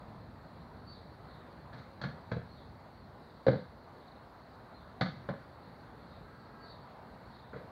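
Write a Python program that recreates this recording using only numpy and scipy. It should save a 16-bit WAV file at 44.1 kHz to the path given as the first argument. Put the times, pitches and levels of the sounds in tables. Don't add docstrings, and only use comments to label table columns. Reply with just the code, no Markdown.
import sys
import numpy as np
from scipy import signal
from scipy.fft import rfft, irfft, next_fast_len
from scipy.io import wavfile
from scipy.ndimage import uniform_filter1d, map_coordinates

SR = 44100
rng = np.random.default_rng(int(sys.argv[2]) if len(sys.argv) > 2 else 0)


def int16_out(signal):
    q = np.round(np.clip(np.atleast_2d(signal).T, -1, 1) * 32767)
    wavfile.write(sys.argv[1], SR, q.astype(np.int16))


N = 340000

# t/s, level/dB
RUMBLE_DRIFT = [(0.0, -53.5), (4.22, -58.5), (4.95, -57.5), (5.19, -55), (5.96, -57.5), (7.7, -56.5)]
RUSH_DRIFT = [(0.0, -56), (0.9, -56.5), (1.8, -54.5), (3.09, -57.5), (5.55, -55), (7.42, -55.5), (7.7, -54)]
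# f/Hz, level/dB
RUMBLE_SPECTRUM = [(15, -49), (25, -22), (35, -18.5), (51, -2), (97, -0.5), (172, -2.5), (204, -5),
                   (237, -3.5), (373, -18), (400, -17.5), (520, -25), (880, -120)]
RUSH_SPECTRUM = [(150, -13), (330, -2.5), (600, 0.5), (950, -0.5), (1500, -7.5), (2000, -13), (2500, -22),
                 (3000, -26.5), (5000, -43)]
HISS_SPECTRUM = [(2000, -14.5), (3000, -12.5), (3600, -5.5), (4000, -1), (4350, 0.5), (4700, -6),
                 (5100, -15.5), (6000, -22.5), (7500, -25), (16000, -25.5)]
# t/s, top f/Hz, held note level/dB, falling slur level/dB
BIRD_CHIRPS = [(.84, 4524, -58, -64.5), (1.211, 4340, -71, -68), (2.47, 4300, -68, -69),
               (3.431, 4580, -68, -62), (4.691, 4145, -67.5, -74), (6.019, 4220, -72, -69.5),
               (6.585, 4507, -58.5, -63), (7.27, 4280, -69, -67.5)]
# f/Hz, T60/s
GARDEN_DECAY = [(100, 0.57), (250, 0.32), (550, 0.31), (1600, 0.47), (4000, 0.52), (8000, 0.5)]
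# t/s, strength/dB, treble tilt/(dB per octave), cavity boom/dB, panel flex/dB, panel f/Hz
BODY_SCUFFS = [(1.728, -41.5, -1, -2, -15, 502), (1.7778, -48, 4, -2, -13, 542),
               (7.5303, -38, -14, -3, -5, 457), (7.5592, -44.5, -4, -2, 4.5, 474)]
BODY_BLOWS = [(2.0144, -38.5, 3.5, -3, -9, 570), (2.037, -33.5, -1.5, 2.5, -8.5, 563),
              (2.3157, -35.5, -1, 5, 1, 472), (2.3644, -47, -12, 10.5, 9.5, 488),
              (3.4659, -34, 0, 2, 15, 513), (3.481, -30, -5, 6.5, 12.5, 526), (5.01, -24, -.5, -2, -8, 535),
              (5.2881, -36, -5, 2, 3, 560)]
# f/Hz, level/dB
CONTACT_SPECTRUM = [(130, -4.5), (220, -3), (530, 1), (850, -7.5), (1550, 0), (2600, -11.5), (4000, -15.5),
                    (6200, -34)]
# f/Hz, level/dB, T60/s
BODY_MODES = [(132.6, 7.5, 0.16), (142.9, -.5, 0.32), (178, 10.5, 0.13), (205, 5, 0.14), (254.5, 1.5, 0.12),
              (313, -6, 0.11), (428, -16, 0.05), (515.5, 7, 0.052), (589, -4, 0.068), (737, 0.5, 0.087),
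              (1150, -3.5, .03), (1410, -0.5, 0.031), (1540, 1, 0.035), (1702, 1, 0.042),
              (3336, -0.5, 0.041), (3904, 3, 0.047), (4310, -2, 0.029)]
# f/Hz, level/dB
CRACK_SPECTRUM = [(30, -16), (65, -19), (130, 16), (350, 2), (550, 16), (950, 14), (1550, 7), (2100, 9.5),
                  (2750, 1), (3400, 9.5), (4400, 20), (5100, 7.5), (6300, 10.5), (7500, -2.5), (10000, -10),
                  (16000, -25)]
# delay/s, level/dB
WALL_ECHOES = [(0.0155, -12.5), (0.049, -12.5), (.074, -19.5)]
# t/s, level/dB
TWITTER_CHIPS = [(3.96, -69), (4.003, -65), (4.075, -62), (4.112, -61), (4.154, -63)]
# t/s, duration/s, level/dB
WHINE_ARCHES = [(6.163, 0.32, -61.5), (6.434, 0.35, -59)]
# f/Hz, level/dB
WHINE_PARTIALS = [(1305, -1.5), (1612, -4.5), (1950, -14.5)]

BOOM_HZ, BOOM_OCTAVES = 129, 0.43
FLEX_HZ, FLEX_OCTAVES = 423, 0.65
TREBLE_HZ = 2000
PANEL_HZ = 522


def amp(db):
    return 10 ** (np.asarray(db) / 20)


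def unit(x):
    return x / np.sqrt(np.mean(x ** 2) + 1e-20)


def along(points, hz):
    f, values = np.transpose(points)
    return np.interp(np.log(hz + 1), np.log(f + 1), values)


def bell(hz, centre_hz, octaves):
    return np.exp(-.5 * (np.log2((hz + 1) / centre_hz) / octaves) ** 2)


def decay(t, t60):
    return np.exp(-np.log(1000) * t / t60)


def wobble(rate):
    return map_coordinates(rng.standard_normal(int(N * rate / SR) + 4), [np.arange(N) * rate / SR])


def glide(hz):
    return np.sin(2 * np.pi * np.cumsum(hz) / SR)


def filtered(x, response):
    size = next_fast_len(len(x) + SR // 10)
    return irfft(rfft(x, size) * response(np.fft.rfftfreq(size, 1 / SR)), size)[:len(x)]


def add(track, s, sound):
    part = track[max(round(s * SR), 0):][:len(sound)]
    part += sound[:len(part)]


def noise(spectrum, patchy_db):
    white = signal.stft(rng.standard_normal(N), nperseg=512)[2]
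    patches = uniform_filter1d(rng.standard_normal(white.shape), size=5, axis=0)
    patches = uniform_filter1d(patches, size=14, axis=1)
    patched = signal.istft(white * amp(patchy_db * unit(patches)), nperseg=512)[1][:N]
    return unit(filtered(patched, lambda hz: amp(along(spectrum, hz))))


def outdoor_air():
    t = np.arange(N) / SR
    rumble_db = np.interp(t, *np.transpose(RUMBLE_DRIFT)) + 1 + 0.92 * wobble(7.8)
    rumble = amp(rumble_db) * noise(RUMBLE_SPECTRUM, patchy_db=0.94)
    rush_db = np.interp(t, *np.transpose(RUSH_DRIFT)) - 0.06 + 0.62 * wobble(6.6)
    rush = amp(rush_db) * noise(RUSH_SPECTRUM, patchy_db=1.27)
    hiss = amp(-71.5) * noise(HISS_SPECTRUM, patchy_db=2.1)
    return rumble + rush + hiss


def bird(hold_s=0.09, slur_after_s=.02, slur_s=.14, fall=0.17, quaver=0.012, rasp=0.054):
    song, t = np.zeros(N), np.arange(SR // 3) / SR
    slur = np.clip((t - slur_after_s) / slur_s, 0, 1)
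    held = np.sin(np.pi * np.clip(t / hold_s, 0, 1))
    for s, top_hz, held_db, slur_db in BIRD_CHIRPS:
        flutter = unit(filtered(rng.standard_normal(len(t)), lambda hz: hz < 400))
        note = held * glide(top_hz * (1 + quaver * flutter))
        drop = np.sin(np.pi * slur) * glide(top_hz * (1 - fall * slur + rasp * flutter))
        add(song, s, amp(held_db) * note + amp(slur_db) * drop)
    return amp(4.0) * scatter(song, build_s=0.0024)


def scatter(x, build_s):
    hz, t, white = signal.stft(rng.standard_normal(SR * 2 // 3), SR, nperseg=256)
    envelope = decay(t, along(GARDEN_DECAY, hz)[:, None]) * (1 - np.exp(-t / build_s))
    tail = signal.istft(white * envelope, SR, nperseg=256)[1]
    return signal.fftconvolve(x, tail / np.linalg.norm(tail))[:len(x)]


def wood_contact(stroke, rise_s, crack_t60, swell_cycles, ring_db, crack_db):
    strength_db, tilt_db, boom_db, flex_db, panel_hz = stroke

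    def drive_db(hz):
        treble_octaves = np.log2(np.maximum(hz / TREBLE_HZ, 1))
        spot_db = boom_db * bell(hz, BOOM_HZ, BOOM_OCTAVES) + flex_db * bell(hz, FLEX_HZ, FLEX_OCTAVES)
        return strength_db + along(CONTACT_SPECTRUM, hz) + tilt_db * treble_octaves + spot_db

    t = np.arange(SR // 2) / SR
    ring = 0
    for k, (hz, db, t60) in enumerate(BODY_MODES):
        pitch = hz * panel_hz / PANEL_HZ if hz < 1000 else hz
        polarity = 1 if hz < 290 else (-1) ** k
        gain = amp(db + drive_db(hz) + rng.normal(0, 0.33))
        swell = 1 - np.exp(-(t * hz / swell_cycles) ** 2)
        ring += polarity * gain * swell * decay(t, t60) * np.sin(2 * np.pi * pitch * t)
    crack = filtered(rng.standard_normal(len(t)), lambda hz: amp(along(CRACK_SPECTRUM, hz) + drive_db(hz)))
    onset = 1 - np.exp(-(t / rise_s) ** 2)
    return onset * (amp(ring_db) * ring + amp(crack_db) * crack * decay(t, crack_t60))


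def in_garden(hit, attack_t60=0.13, diffuse_db=-5.5):
    attack = hit * decay(np.arange(len(hit)) / SR, attack_t60)
    diffuse = scatter(attack, build_s=0.0097) + scatter(hit - attack, build_s=0.0088)
    out = hit + amp(diffuse_db) * diffuse
    for delay, db in WALL_ECHOES:
        add(out, delay, amp(db) * hit)
    return out


def knocks():
    scuff = dict(rise_s=0.0046, crack_t60=0.24, swell_cycles=1.2, ring_db=-1.5, crack_db=-4.5)
    blow = dict(rise_s=0.00055, crack_t60=0.11, swell_cycles=0.81, ring_db=-2.5, crack_db=-0.5)
    out = np.zeros(N)
    for contacts, touch in (BODY_SCUFFS, scuff), (BODY_BLOWS, blow):
        for s, *stroke in contacts:
            add(out, s, in_garden(wood_contact(stroke, **touch)))
    return out


def twitter(start_hz=4700, end_hz=3400, chip_s=.017):
    song, t = np.zeros(N), np.arange(SR // 20) / SR
    sweep = np.clip(t / chip_s, 0, 1)
    chip = np.sin(np.pi * sweep) * glide(start_hz + (end_hz - start_hz) * sweep)
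    for s, db in TWITTER_CHIPS:
        add(song, s, amp(db) * chip)
    return song + amp(-12) * scatter(song, build_s=.004)


def snap(at_s=5.0191, level_db=-56, t60=.004):
    out, t = np.zeros(N), np.arange(SR // 100) / SR
    add(out, at_s, amp(level_db) * decay(t, t60) * rng.standard_normal(len(t)))
    return out


def whine():
    t = np.arange(N) / SR
    envelope = sum(amp(db) * np.sin(np.pi * np.clip((t - s) / length, 0, 1))
                   for s, length, db in WHINE_ARCHES)
    waver = 1 + 0.0039 * wobble(25)
    return envelope * sum(amp(db + 1.5 * wobble(21)) * glide(hz * waver) for hz, db in WHINE_PARTIALS)


def scene():
    return (outdoor_air() + bird() + knocks() + twitter() + snap() + whine())[None]


def record(dry, bottom_hz=44, top_hz=15800):
    bass_cut = signal.butter(N=4, Wn=bottom_hz, btype="high", fs=SR, output="sos")
    return np.array([filtered(channel, lambda hz: hz < top_hz) for channel in signal.sosfilt(bass_cut, dry)])


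dry = scene()
out = record(dry)
int16_out(out)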